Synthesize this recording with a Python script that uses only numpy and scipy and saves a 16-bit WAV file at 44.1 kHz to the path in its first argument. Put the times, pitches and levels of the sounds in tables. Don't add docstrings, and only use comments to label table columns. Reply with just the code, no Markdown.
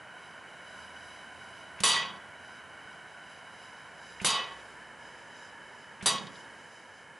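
import sys
import numpy as np
from scipy import signal
from scipy.fft import rfft, irfft
from scipy.io import wavfile

SR = 44100
rng = np.random.default_rng(int(sys.argv[2]) if len(sys.argv) > 2 else 0)


def file_out(sig):
    cols = np.atleast_2d(sig).T
    lim = np.clip(cols, -1, 1)
    pcm = np.round(lim * 32767).astype(np.int16)
    wavfile.write(sys.argv[1], SR, pcm)


N = 317069
TIME = np.arange(N) / SR
AGE = TIME[:SR]
LEFT_RIGHT = np.array([[1], [-1]])


def from_db(db):
    return 10 ** (np.asarray(db) / 20)


def rms_one(x):
    return x / np.sqrt(np.mean(x ** 2) + 1e-20)


def at_hz(rows, hz):
    points, *columns = np.transpose(rows)
    return [np.interp(np.log(hz + 1e-9), np.log(points), c) for c in columns]


def bins(size):
    return np.arange(size // 2 + 1) * SR / size + 1e-9


def treble(hz, corner_hz=5500):
    return 1 / (1 + (corner_hz / hz) ** 4)


def noise(gain, size):
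    return irfft(gain * rfft(rng.standard_normal(size)), size)


def flutter(rate_hz, size=SR):
    return rms_one(noise(np.exp(-(bins(size) / rate_hz) ** 2), size))


def fade(t60):
    return from_db(-60 * AGE / t60)


def add(out, start_s, sound):
    start = round(start_s * SR)
    out[:, start:start + SR] += sound[..., :N - start]


# freq_hz, left_minus_right_db, shot_side_db, forge_side_db
STEREO_IMAGE = [(40, -2, 3, 2), (70, -13.5, 1, -7), (142, -7, -7.5, -17), (350, -2.1, -11, -12),
                (840, -1.8, -11.5, -19.5), (1800, -0.6, -18.5, -26), (4700, -1, -12.5, -11.5),
                (11000, 0.5, -12.5, -11)]

def wide_noise(gain):
    mid = noise(gain, SR)
    side = noise(gain * from_db(at_hz(STEREO_IMAGE, bins(SR))[1]), SR)
    return (mid + side * LEFT_RIGHT) / np.std(mid)


def burst(hz, octaves, t60):
    hump = np.exp(-.5 * (np.log2(bins(SR) / hz) / octaves) ** 2)
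    return wide_noise(hump) * fade(t60)


def flame():
    width = from_db(at_hz(STEREO_IMAGE, bins(N))[2])
    mid, side = rfft(rng.standard_normal((2, N)))
    return np.sqrt(SR / 2) * (mid + width * side * LEFT_RIGHT)


# rod_in_hz, rod_out_hz, nominal_width_hz, rod_in_db, rod_out_db
CAN_RESONANCES = [(682, 524, 155, -83.5, -85.5), (1009, 956, 99, -80, -79), (1500, 1685, 155, -76, -78.5),
                  (1810, 1430, 250, -87.5, -84), (2223, 2194, 72, -82, -84),
                  (2985, 2996, 124, -81.5, -83.5), (3893, 3870, 110, -92, -94.5),
                  (4990, 5040, 400, -99, -97), (6030, 6080, 220, -100, -99), (7460, 7170, 370, -106, -101),
                  (10130, 10000, 430, -103, -107)]

def tin_can(rod):
    hz, power = bins(N), 0
    for *centres_hz, width_hz, in_db, out_db in CAN_RESONANCES:
        detuning = (hz - centres_hz[rod]) / (0.83 * width_hz)
        power += (from_db((in_db, out_db)[rod]) / (1 + detuning ** 2)) ** 2
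    return np.sqrt(power) * flame()


# freq_hz, density_db
FLAME_ROAR = [(20, -112), (40, -99), (70, -93), (150, -86), (230, -85.5), (300, -88.5), (520, -87.5),
              (850, -85), (1230, -90.5), (1750, -85.5), (2600, -94), (3350, -104), (6000, -105),
              (11000, -106)]
# time_s, roar_db, hiss_db
TORCH_DRIFT = [
    [(0.1, -49.5, -65.5), (1.07, -49, -63), (1.7, -49, -63)],
    [(2.4, -49.5, -65), (3.724, -50, -65.5), (4.1, -49.5, -64.5)],
    [(4.7, -49.5, -62), (4.862, -49, -65), (5.9, -50, -65.5)],
    [(6.5, -49, -62.5), (6.982, -52.5, -67), (7.15, -51.5, -66.5)],
]

def forge(jet_hz=3500, pull_middle_s=4, pull_ease_s=0.34, waver_db=3.5, hiss_swing=1.7):
    times, roar_db, hiss_db = np.concatenate(TORCH_DRIFT).T
    roar_db, hiss_db = np.interp(TIME, times, roar_db), np.interp(TIME, times, hiss_db)
    roar_db = roar_db - roar_db.mean() - 0.28
    hiss_db = hiss_swing * (hiss_db - hiss_db.mean()) - 0.6
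    jet_share = 1 / (1 + (jet_hz / bins(N)) ** 8)

    def burn(spectrum, jet_db):
        lows = irfft(spectrum * (1 - jet_share), N)
        highs = irfft(spectrum * jet_share, N)
        return from_db(roar_db) * lows + from_db(jet_db) * highs

    roar = from_db(at_hz(FLAME_ROAR, bins(N))[0]) * flame()
    out = burn(roar, .5 * hiss_db)
    whistle_db = 0.77 * hiss_db + waver_db * flutter(5, N)
    drawn = 1 / (1 + np.exp((pull_middle_s - TIME) / pull_ease_s))
    for rod, share in enumerate([1 - drawn, drawn]):
        out += np.sqrt(share) * burn(tin_can(rod), whistle_db)
    return out


# start_s, length_s, pitch_hz, glide_hz_per_s, relative_db
ENGINE_SWELLS = [(.6, 2.65, 75.6, 7.5, -62), (3.902, 1.4, 64, -3.5, -64.5)]

def engine(level_db=-5, waver_db=2, edge_s=0.26, fade_db_per_s=3.5):
    out = 0
    for start_s, length_s, hz, glide, db in ENGINE_SWELLS:
        age = np.clip(TIME - start_s, 0, length_s)
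        edges = np.minimum(np.minimum(age, length_s - age) / edge_s, 1)
        note = np.sqrt(2) * np.sin(2 * np.pi * (hz + .5 * glide * age) * age)
        out += from_db(db - fade_db_per_s * age) * edges * note
    return from_db(level_db + waver_db * flutter(6, N)) * out


# pitch_hz, relative_db, t60_s
BOW_MODES = [(65, -26, 0.041), (128, -13, 0.083), (193.5, -2.5, 0.16), (378, -14.5, 0.13)]
# start_s, brush_db, slap_db
RELEASES = [(1.8032, -43, -28), (4.2138, -40, -51), (6.0245, -39.5, -46)]

def bow(rush_db=-43.5, thump_db=-33.5, brush_lead_s=.015, thump_lag_s=.00305, attack_s=.00063):
    out = np.zeros((2, N))
    attack = 1 - np.exp(-AGE / attack_s)
    thump = sum(from_db(db) * np.sin(2 * np.pi * hz * AGE) * fade(t60) for hz, db, t60 in BOW_MODES)
    for start_s, brush_db, slap_db in RELEASES:
        add(out, start_s - brush_lead_s, from_db(brush_db) * burst(2120, octaves=.41, t60=.11) * attack)
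        add(out, start_s, from_db(slap_db) * burst(7000, octaves=5.4, t60=.027) * attack)
        add(out, start_s, from_db(rush_db) * burst(1000, octaves=2.6, t60=.2) * attack)
        add(out, start_s + thump_lag_s, from_db(thump_db) * thump)
    return out


# freq_hz, base_t60_s, slide_share, blow_energy_share
RINGING = [(304, 1, 0.67, 1), (1010, 0.58, 0.73, 0.25), (2180, 0.5, 0.63, 0.35), (3900, 0.38, 0.53, 0.085),
           (6140, 0.36, 0.43, 0.57), (9400, 0.22, 0.28, 0.5)]

def ring_envelope(hz, slide_s, rasp_s, ring_factor):
    t60, slide_share, blow_share = at_hz(RINGING, hz)
    blow_share = np.clip(blow_share, .02, 1)
    feed_s = slide_share * (slide_s + (rasp_s - slide_s) * treble(hz))
    feed = np.exp(-(AGE / feed_s) ** 2)
    feed *= (1 - blow_share) / feed.sum()
    feed[0] += blow_share
    kept_per_sample = from_db(-120 / (t60 * ring_factor * SR))
    power = signal.lfilter([1], [1, -kept_per_sample], feed)
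    return rms_one(np.sqrt(power + 1e-20))


# freq_hz, relative_db
WEAK_MODES = [(120, -15.5), (300, -12), (620, -7.5), (900, -4), (1120, 3), (1300, -8.5), (2250, -3.5),
              (3000, -3.5), (3750, -0.5), (4200, -8.5), (4650, -0.5), (5000, -8), (6100, -8.5),
              (11000, -6.5)]

def clash(motion, treble_db, bass_db, grain, rattle_db=0.7):
    hz, edges = bins(SR), np.geomspace(100, 12000, 19)
    tilt_db = treble_db * treble(hz) + bass_db * (1 - treble(hz, corner_hz=1430))
    colour = grain * from_db(at_hz(WEAK_MODES, hz)[0] + tilt_db)
    out, energy = 0, 0
    for low, high in zip(edges, edges[1:]):
        band = colour * (hz >= low) * (hz < high)
        power = np.sum(band ** 2)
        out += np.sqrt(power) * wide_noise(band) * ring_envelope(np.sqrt(low * high), *motion)
        energy += power
    return out / np.sqrt(energy) * from_db(rattle_db * flutter(90))


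# pitch_hz, ring_factor, first_arrow_db, second_arrow_db, third_arrow_db
STRONG_MODES = [(920, 1, -43, -46, -49), (1005, 1, -43, -48, -47), (1116, 0.9, -44, -45, -45),
                (1220, 1.1, -45, -55, -53), (1949, 1.3, -37, -42, -44), (2505, 1.1, -43, -46, -52),
                (2608, 1, -41, -43, -51), (2860, 1, -42, -46, -50), (2988, 1.1, -38, -40, -48),
                (3013, 1.1, -38, -40, -47), (3158, 1, -42, -44, -46), (3258, 1.1, -39, -44, -45),
                (3378, 1.2, -40, -48, -48), (3458, 1, -43, -50, -54), (3595, 0.9, -42, -46, -48),
                (3712, 0.8, -42, -44, -41), (3802, 0.75, -39, -40, -37), (3930, 0.75, -45, -48, -44),
                (4230, 1, -46, -50, -50), (4464, 0.9, -43, -48, -50), (4643, 1, -38, -44, -45),
                (4715, 1, -39, -44, -45), (5078, 1, -48, -50, -49), (5781, 1, -44, -48, -46),
                (5860, 1, -43, -47, -45), (6220, 1, -48, -51, -52), (6500, 1, -48, -49, -51),
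                (8564, 1, -43, -45, -46), (9772, 0.9, -46, -49, -47), (10320, 0.9, -46, -48, -47)]

def ring(levels_db, slide_s, rasp_s, ring_factor, spread_rad=0.18):
    out = 0
    for (hz, lasting, *_), db in zip(STRONG_MODES, levels_db):
        phase = 2 * np.pi * (hz * AGE + rng.random()) + spread_rad * rng.normal() * LEFT_RIGHT
        tone = (1 + .4 * flutter(22)) * np.sin(phase) + .4 * flutter(22) * np.cos(phase)
        envelope = ring_envelope(hz, slide_s * lasting, rasp_s, ring_factor * lasting)
        out += from_db(db) * rms_one(tone * envelope)
    return out


# start_s, crack_db, modes_db, slide_s, rasp_s,
# ring_factor, treble_db, bass_db, quiver_db, quiver_s, swing_s, first_knock_db
ARROWS = [(1.8356, -23.5, -8.5, 0.15, 0.16, 0.94, 2, 3, -51.5, 0.34, 0.072, -28.5),
          (4.2464, -25, -9.5, 0.15, 0.012, 0.98, 2.5, 5, -47, 0.1, .079, -34),
          (6.059, -26, -9, 0.044, 0.0059, 0.87, 5.5, 7.5, -47, 0.28, .087, -34)]

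def platter(clash_db=-11.5, tear_db=-2, sway_depth=0.26, sway_hz=32):
    out = np.zeros((2, N))
    grain = from_db(3.5 * flutter(600)[:len(bins(SR))])
    sway = 1 + sway_depth * np.cos(2 * np.pi * sway_hz * AGE)
    for arrow, levels_db in zip(ARROWS, np.transpose(STRONG_MODES)[2:]):
        start_s, crack_db, modes_db, *motion, treble_db, bass_db, quiver_db, quiver_s, _, _ = arrow
        add(out, start_s, from_db(crack_db + clash_db) * clash(motion, treble_db, bass_db, grain))
        add(out, start_s, from_db(modes_db) * ring(levels_db, *motion))
        add(out, start_s, from_db(crack_db) * burst(1070, octaves=1.9, t60=.055))
        add(out, start_s, from_db(crack_db + tear_db) * burst(10300, octaves=.54, t60=.074))
        quiver = sway * np.exp(-(AGE / quiver_s) ** 2)
        add(out, start_s, from_db(quiver_db) * burst(184, octaves=.38, t60=6.7) * quiver)
    return out


def knock(centre_hz, t60, octaves=0.32, tick_db=-6, modes_db=41):
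    modes = 0
    for hz, lasting, *levels_db in STRONG_MODES:
        nearness = np.exp(-.5 * (np.log2(hz / centre_hz) / octaves) ** 2)
        if nearness > .05:
            tone = np.sin(2 * np.pi * (hz * AGE + rng.random()))
            modes += nearness * from_db(np.mean(levels_db)) * tone * fade(1.1 * t60 * lasting)
    return from_db(tick_db) * burst(centre_hz, .28, t60) + from_db(modes_db) * modes


# start_s, level_db, pitch_hz, tick_t60_s
HARD_KNOCKS = [(1.872, -24, 1070, 0.044), (1.962, -31, 1950, 0.22), (2.024, -32, 1940, 0.11),
               (4.355, -30.5, 845, 0.09)]

def rattle(first_knock_s=.037, loss_db=7.5):
    out = np.zeros((2, N))
    for start_s, *_, swing_s, db in ARROWS:
        for swing in range(5):
            knock_s = start_s + first_knock_s + swing * swing_s
            add(out, knock_s, from_db(db - swing * loss_db) * knock(centre_hz=3960, t60=.055))
    for start_s, db, hz, t60 in HARD_KNOCKS:
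        add(out, start_s, from_db(db) * knock(hz, t60))
    return out


def scene():
    mix = platter() + rattle() + bow() + forge() + engine()
    balance = from_db(at_hz(STEREO_IMAGE, bins(N))[0] * LEFT_RIGHT / 2)
    return irfft(rfft(mix) * balance, N)


def record(dry, low_cut_hz=45, high_cut_hz=11090):
    thinned = signal.sosfilt(signal.butter(2, low_cut_hz, "high", fs=SR, output="sos"), dry)
    return signal.sosfilt(signal.ellip(14, .1, 80, high_cut_hz, fs=SR, output="sos"), thinned)


dry = scene()
out = record(dry)
file_out(out)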